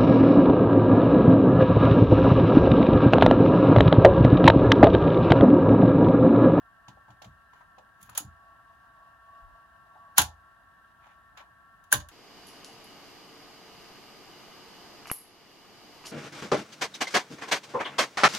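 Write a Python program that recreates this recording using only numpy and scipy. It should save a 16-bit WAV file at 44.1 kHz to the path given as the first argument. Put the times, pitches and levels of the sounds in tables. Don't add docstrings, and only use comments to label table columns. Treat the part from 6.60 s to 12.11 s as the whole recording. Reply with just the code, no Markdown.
import sys
import numpy as np
from scipy import signal
from scipy.fft import rfft, irfft, next_fast_len
from scipy.io import wavfile
from scipy.ndimage import map_coordinates

SR = 44100
rng = np.random.default_rng(int(sys.argv[2]) if len(sys.argv) > 2 else 0)


def transcribe(u):
    v = np.clip(np.atleast_2d(u).T, -1, 1)
    q = np.round(v * 32767).astype(np.int16)
    wavfile.write(sys.argv[1], SR, q)


N = 243211

# start in seconds, then snap, clack, chassis ring and knock
# levels in dB before each layer's trim, then lever pitch in Hz.
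SNAPS = [(1.414, -50, -66, -70, -62, 1130), (1.4279, -39, -58.5, -68, -62, 1130),
         (1.496, -41.5, -61, -65.5, -61, 1426), (1.5499, -40, -44, -54, -54, 1616),
         (1.5549, -46, -47.5, -44, -50, 1097), (1.576, -12.5, -34, -33, -33, 1104),
         (1.5825, -29.5, -42.5, -36.5, -30.5, 808), (3.581, -0.5, -17, -17, -10.5, 1398),
         (3.5842, -15, -19.5, -16, -14, 1036), (3.5926, -17, -24, -24.5, -29, 903),
         (3.617, -15, -29.5, -29.5, -38, 1001), (5.239, -55, -64.5, -68, -62, 1300),
         (5.3182, -21.5, -41, -38, -47.5, 1460), (5.3257, -3.5, -23.5, -20.5, -8, 1590),
         (5.3354, -20.5, -28.5, -26, -24, 1090), (5.3402, -39.5, -31, -26.5, -21.5, 1580),
         (5.4016, -48, -47, -49, -59, 1090), (5.4864, -42.5, -51, -52.5, -53, 1610)]
# start in seconds, knock and tick in dB before trim, key pitch in Hz.
TAPS = [(.2795, -47, -49, 940), (.369, -52, -86, 712), (.480, -49.5, -70.5, 820), (.501, -52, -60, 830),
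        (.6165, -45.5, -48, 800), (.641, -47, -50.5, 724), (.931, -52, -65, 1073), (1.008, -49, -72, 1042),
        (1.180, -46.5, -58.5, 710), (1.489, -45, -56.5, 1250), (1.5254, -55.5, -62, 893),
        (3.354, -48, -89, 797), (4.464, -55.5, -66.5, 781.3), (4.770, -45.5, -49, 1300),
        (4.804, -45.5, -62, 890)]
# start in seconds, relative jolt level in dB, jolt pitch in Hz,
# seconds until it lands, relative landing level in dB.
THUMPS = [(.279, -49.5, 197, .037, -59), (0.479, -65, 200, 0.011, -53), (0.619, -65.5, 200, .034, -47.5),
          (1.42, -58.5, 120, 0.062, -53.5), (1.6, -51, 260.3, 0.043, -44), (3.584, -38, 330, 0.0066, -32.5),
          (5.331, -43, 423, 0.01295, -35)]
# start and length in seconds, level in dB, tilt in dB per octave.
RUBS = [(0.891, 0.17, -70, 2.5), (1.367, 0.15, -62.5, 8), (1.475, .1, -66, 3), (4.37, .21, -60.5, -2.5),
        (4.757, 0.082, -51.5, -1.5)]
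# time in seconds, whine boost in dB.
DRIVE_LOAD = [(1.56, 0.5), (1.76, 3.5), (1.86, 9.5), (1.95, 7.5), (2.04, 3), (2.1, 8.5), (2.19, 2.5),
              (2.25, 11), (2.32, 2), (2.38, 10.5), (2.5, 9), (2.59, 2), (2.73, 12), (2.87, 9), (2.92, 6.5),
              (2.98, 10), (3.1, 1), (3.17, 8), (3.22, 4), (3.38, 10), (3.48, 11.5), (3.56, 7.5), (3.64, 2)]
# multiple of the commutator rate, relative level in dB.
WHINE_ORDERS = [(3, -85.5), (5, -71.5), (6, -71), (7, -75.5), (8, -73), (13, -93.5), (14, -96.5),
                (15, -95.5), (18, -99)]
# multiple of the key's pitch, relative level in dB.
FINGERTIP_SPECTRUM = [(.15, -24.5), (.35, -13.5), (.56, -12.5), (.78, -4), (1, 4), (1.35, -8.5),
                      (1.9, -12.5), (2.7, -29.5), (6, -51)]

# pitch in Hz, relative level in dB, seconds to die away by 60 dB.
CHASSIS_MODES = [(596, -5, .1), (790, -4, .1), (855, -2, .11), (990, -2, .13), (1040, -1, .12),
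                 (1114, -4, .09), (1322, -2, .1), (1470, -1, .07), (1565, 2, .08), (1680, 3, .08),
                 (1862, -2, .09), (2293, -11, .08), (2923, -1, .07), (3165, -4, .055), (3321, -4, .06),
                 (3612, -2, .06), (3740, -3, .05), (4030, -5, .06), (4920, -7, .04), (5790, -8, .035),
                 (6400, -8, .04), (6594, -5, .05), (7070, -6, .045)]
CASE_MODES = [(58, -4, .45), (81, -3, .38), (104, -5, .16), (117, 2.5, .2), (145, -5, .18), (188, -4, .18),
              (215, -5, .15), (299, -3, .17), (345, -8, .1), (455, -10, .1)]
GEAR_MODES = [(2770, 0, 0.012), (3000, -2, .012), (3364.5, -7, .02), (3750, -6, 0.029), (4650, -7, .012)]

# frequency in Hz, relative level in dB.
SNAP_SPECTRUM = [(3000, -28), (5500, -11.5), (7000, 0.5), (8600, -19), (10150, 4.5), (10900, -2),
                 (11800, 0), (13400, -15), (15300, -2), (16500, -20.5)]
CLACK_SPECTRUM = [(150, -33.5), (400, -20), (700, 0.5), (1050, -1.5), (1300, 1.5), (1750, 1.5),
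                  (2000, -3.5), (2400, -3), (3100, 2), (4300, -2), (5400, -7.5), (6600, -0.5),
                  (9000, -18.5)]
TICK_SPECTRUM = [(1000, -12), (2000, 0), (2800, 6.5), (3600, 2.5), (5000, -4.5), (7000, -0.5),
                 (8600, -28.5), (11000, -8), (16000, -29.5)]
SLIDE_SPECTRUM = [(400, -30), (800, 15), (2400, 11.5), (3500, 6.5), (5000, -7), (7000, -2), (8600, -34),
                  (11000, -6), (14000, -17.5), (16000, -14)]
WHIR_SPECTRUM = [(450, -27.5), (690, -6), (850, -12), (1090, -2.5), (1220, -14), (1360, 1.5), (1470, -15),
                 (1600, 4.5), (1720, -7), (1830, -8), (2050, -24), (2500, -39.5), (8000, -44.5)]
DRAG_SPECTRUM = [(450, -26.5), (660, -0.5), (800, -6), (990, 0), (1100, 1), (1300, -21), (2500, -40)]
BRUSH_SPECTRUM = [(2350, -19), (2780, 3.5), (3020, -8), (3150, -6.5), (3450, -13), (3750, -6),
                  (4000, -12.5), (5000, -12.5), (8000, -22)]
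BUMP_SPECTRUM = [(15, -27.5), (45, 2.5), (70, -11.5), (130, -41), (300, -60)]
ROOM_TONE_SPECTRUM = [(20, -23), (50, 5), (130, -0.5), (300, -8), (480, -16.5), (2000, -20.5), (6000, -32),
                      (11000, -27), (16000, -36)]

# frequency in Hz, left minus right in dB.
BALANCE = [(100, -.5), (380, 1.5), (700, 3), (1290, 2), (2380, 0), (4400, -4), (8100, -.5), (15000, 0)]
# frequency in Hz, left-right correlation.
STEREO_CORRELATION = [(100, 0.65), (300, 0.37), (700, 0.49), (1300, 0.29), (2500, 0.044), (12000, 0.004)]
# frequency in Hz, seconds to die away by 60 dB.
ROOM_DECAY = [(150, .33), (600, 0.3), (1500, 0.13), (5000, 0.18), (14000, 0.11)]
THROBS = [(6.4, .2), (19.4, .35)]

COMMUTATOR_HZ, BELT_TURNS_PER_S, WOW_DEPTH = 224.7, 4.15, .003
GEAR_TICKS_PER_S, GEAR_DB = 29, -79
FULL_THROW_DB, SLIP_SWELL_S = -13, .026
RATTLE_DELAY_S, LANDING_HZ, TOP_HZ = .006, 114, 16300


def snaps():
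    out = np.zeros((2, N))
    for start, snap_db, clack_db, ring_db, knock_db, hz in SNAPS:
        add(out, start, amp(snap_db - 8) * burst(SNAP_SPECTRUM, attack=.0015, t60=.019))
        add(out, start, amp(clack_db + 1.5) * burst(CLACK_SPECTRUM, attack=.00082, t60=.075))
        add(out, start, amp(knock_db - 7.5) * lever_knock(hz, rise_s=.0019))
        modes = focus(CHASSIS_MODES, hz, fall_db=-1.9)
        chassis = ring(modes, attack=.001, spread=.77, scatter_db=-.5, size=SR // 5)
        add(out, start, amp(ring_db - 3) * chassis)
    return out


def lever_knock(hz, rise_s):
    t = np.arange(SR // 2) / SR
    phase = .4 * rng.standard_normal() * np.array([[1], [-1]])
    envelope = (t / rise_s) ** 2 * np.exp(-2 * t / rise_s)
    return normalize_hit(envelope * np.sin(2 * np.pi * hz * t + phase))


def catch_slips():
    out = np.zeros((2, N))
    t = np.arange(SR // 20) / SR
    swell = amp(-60 * t[::-1] / SLIP_SWELL_S)
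    for start, snap_db, clack_db, *_ in SNAPS:
        scrape = amp(-8.5) * noise(SNAP_SPECTRUM, len(t)) + amp(-2.5) * noise(CLACK_SPECTRUM, len(t))
        if snap_db > FULL_THROW_DB:
            add(out, start - t[-1], amp(clack_db - 1.5) * scrape * swell)
    return out


def taps():
    out = np.zeros((2, N))
    for start, knock_db, tick_db, hz in TAPS:
        fingertip = burst([(hz * ratio, db) for ratio, db in FINGERTIP_SPECTRUM], attack=.003, t60=.08)
        modes = focus(CHASSIS_MODES, hz, fall_db=51)
        frame = ring(modes, attack=.001, spread=.5, scatter_db=1.5, size=SR // 5)
        add(out, start, amp(knock_db - 1) * fingertip)
        add(out, start, amp(knock_db - 4.5) * frame)
        add(out, start + .0025, amp(tick_db + .3) * burst(TICK_SPECTRUM, attack=.003, t60=.03))
        add(out, start + RATTLE_DELAY_S, amp(tick_db - 5) * burst(CLACK_SPECTRUM, attack=.004, t60=.06))
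    return out


def rubs():
    out = np.zeros((2, N))
    for start, length, db, tilt_db in RUBS:
        size = round(length * SR)
        spectrum = [(hz, level + tilt_db * np.log2(hz)) for hz, level in SLIDE_SPECTRUM]
        add(out, start, amp(db) * noise(spectrum, size) * np.hanning(size))
    grain = unit_rms(amp(2.71 * wobble(200)))
    return out * grain


def case_jolts():
    out = np.zeros((2, N))
    for start, jolt_db, jolt_hz, delay, landing_db in THUMPS:
        add(out, start, amp(jolt_db) * thump(jolt_hz, rise_cycles=.68, thud_db=0))
        add(out, start + delay, amp(landing_db) * thump(LANDING_HZ, rise_cycles=2.4, thud_db=1))
    return signal.sosfilt(signal.butter(2, 42, "high", fs=SR, output="sos"), out)


def thump(hz, rise_cycles, thud_db):
    case = ring(focus(CASE_MODES, hz, fall_db=7), attack=rise_cycles / hz, spread=.22, scatter_db=2.5)
    spectrum = [(hz / 3, -30), (hz, 0), (hz * 2, -14), (hz * 5, -50)]
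    thud = normalize_hit(burst(spectrum, attack=.0084, t60=.17).mean(axis=0))
    return amp(6) * case + amp(thud_db) * thud


def motor():
    t = np.arange(N) / SR
    load_db = np.interp(t, *np.transpose(DRIVE_LOAD))
    load_share = load_db / load_db.max()
    wheels = sum(depth * np.cos(2 * np.pi * (rate * t + rng.random())) for rate, depth in THROBS)
    load_gain = amp(load_db) * (1.5 + wheels * load_share)
    wow = WOW_DEPTH * np.sin(2 * np.pi * BELT_TURNS_PER_S * t)
    pitch_hz = COMMUTATOR_HZ * (1 + wow + .001 * wobble(5) + .0045 * wobble(45))
    angle = 2 * np.pi * np.cumsum(pitch_hz) / SR
    whine = np.zeros((2, N))
    for order, db in WHINE_ORDERS:
        gain, flutter_depth, drift_depth = (load_gain, 1.7, .34) if order in (3, 5) else (1, 2.2, .38)
        flutter_db = flutter_depth * (wobble(22) + wobble(75))
        phase = rng.uniform(0, 2 * np.pi) + np.array([[.4], [-.4]])
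        drift = drift_depth * (wobble(11) + wobble(60))
        whine += amp(db + flutter_db) * gain * np.sqrt(2) * np.sin(order * angle + phase + drift)
    whir = noise(WHIR_SPECTRUM, N) * amp(-62 + .12 * load_db + .6 * wobble(15))
    drag = noise(DRAG_SPECTRUM, N) * amp(-63.5) * load_share
    scrape = unit_rms(1 + .15 * np.cos(angle)) * amp(-79.5 + .3 * load_db + wobble(23))
    return amp(1.5) * whine + whir + drag + scrape * noise(BRUSH_SPECTRUM, N)


def gears():
    out = np.zeros((2, N))
    count = int(N / SR * GEAR_TICKS_PER_S)
    for tooth, (lag, accent) in enumerate(rng.standard_normal((count, 2))):
        start = abs(tooth + .25 * lag) / GEAR_TICKS_PER_S
        tick = ring(GEAR_MODES, attack=.0005, spread=.8, scatter_db=4, size=SR // 10)
        add(out, start, amp(GEAR_DB + 1.8 * accent) * tick)
    return out


def room_reverb(x, delay_s):
    hz, t, bands = signal.stft(noise([(100, 0), (16000, 0)], SR // 2), SR, nperseg=256)
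    decay = amp(-60 * t / curve_at(ROOM_DECAY, hz)[:, None])
    tail = signal.istft(bands * decay, SR, nperseg=256)[1]
    tail = np.pad(tail / np.linalg.norm(tail[0]), ((0, 0), (round(delay_s * SR), 0)))
    return signal.fftconvolve(x, tail, axes=1)[:, :N]


def low_bump(start, length, db):
    out = np.zeros((2, N))
    size = round(length * SR)
    add(out, start, amp(db) * noise(BUMP_SPECTRUM, size) * np.hanning(size))
    return out


def ring(modes, attack, spread, scatter_db, size=SR // 2):
    t = np.arange(size) / SR
    out = np.zeros((2, size))
    for hz, db, t60 in modes:
        phase = np.pi * rng.integers(2) + spread * rng.standard_normal() * np.array([[1], [-1]])
        gain = amp(db + scatter_db * rng.standard_normal())
        out += gain * np.sin(2 * np.pi * hz * t + phase) * fade(t, attack, t60)
    return normalize_hit(out)


def focus(modes, centre_hz, fall_db):
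    return [(hz, db - fall_db * np.log2(hz / centre_hz) ** 2, t60) for hz, db, t60 in modes]


def burst(spectrum, attack, t60):
    t = np.arange(SR // 2) / SR
    return normalize_hit(noise(spectrum, len(t)) * fade(t, attack, t60))


def noise(spectrum, size):
    def mid_side_gains(hz):
        width = np.arccos(np.clip(curve_at(STEREO_CORRELATION, hz), -1, 1)) / 2
        return amp(curve_at(spectrum, hz)) * [np.cos(width), np.sin(width)]

    mid, side = filtered(rng.standard_normal((2, size)), mid_side_gains)
    return unit_rms(np.array([mid + side, mid - side]))


def fade(t, attack, t60):
    return (1 - np.exp(-t / attack)) * 10 ** (-3 * t / t60)


def wobble(rate):
    return map_coordinates(rng.standard_normal(int(N * rate / SR) + 4), [np.arange(N) * rate / SR])


def filtered(x, response):
    size = x.shape[-1]
    padded = next_fast_len(size + 8192)
    return irfft(rfft(x, padded) * response(np.fft.rfftfreq(padded, 1 / SR)), padded)[..., :size]


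def curve_at(points, hz):
    freqs, values = np.transpose(points)
    return np.interp(np.log(hz + 1), np.log(freqs + 1), values)


def amp(db):
    return 10 ** (np.asarray(db) / 20)


def unit_rms(x):
    return x / np.sqrt(np.mean(x ** 2) + 1e-20)


def normalize_hit(x):
    return unit_rms(x) * np.sqrt(.004 * SR / x.shape[-1])


def add(track, start, sound):
    part = track[:, round(start * SR):][:, :sound.shape[1]]
    part += sound[:, :part.shape[1]]


def scene():
    keys = snaps() + catch_slips() + taps() + rubs()
    deck = keys + amp(-9.5) * room_reverb(keys, delay_s=.0044) + case_jolts()
    lean_left = np.array([[.5], [-.5]])
    deck = filtered(deck, lambda hz: amp(curve_at(BALANCE, hz) * lean_left))
    background = amp(-68) * noise(ROOM_TONE_SPECTRUM, N) + low_bump(2.71, length=.31, db=-58)
    drive = (motor() + gears()) * amp(lean_left)
    return deck + drive + background


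def record(dry):
    return filtered(np.clip(dry, -1, 1), lambda hz: 1 / (1 + (hz / TOP_HZ) ** 160))


dry = scene()
out = record(dry)
transcribe(out)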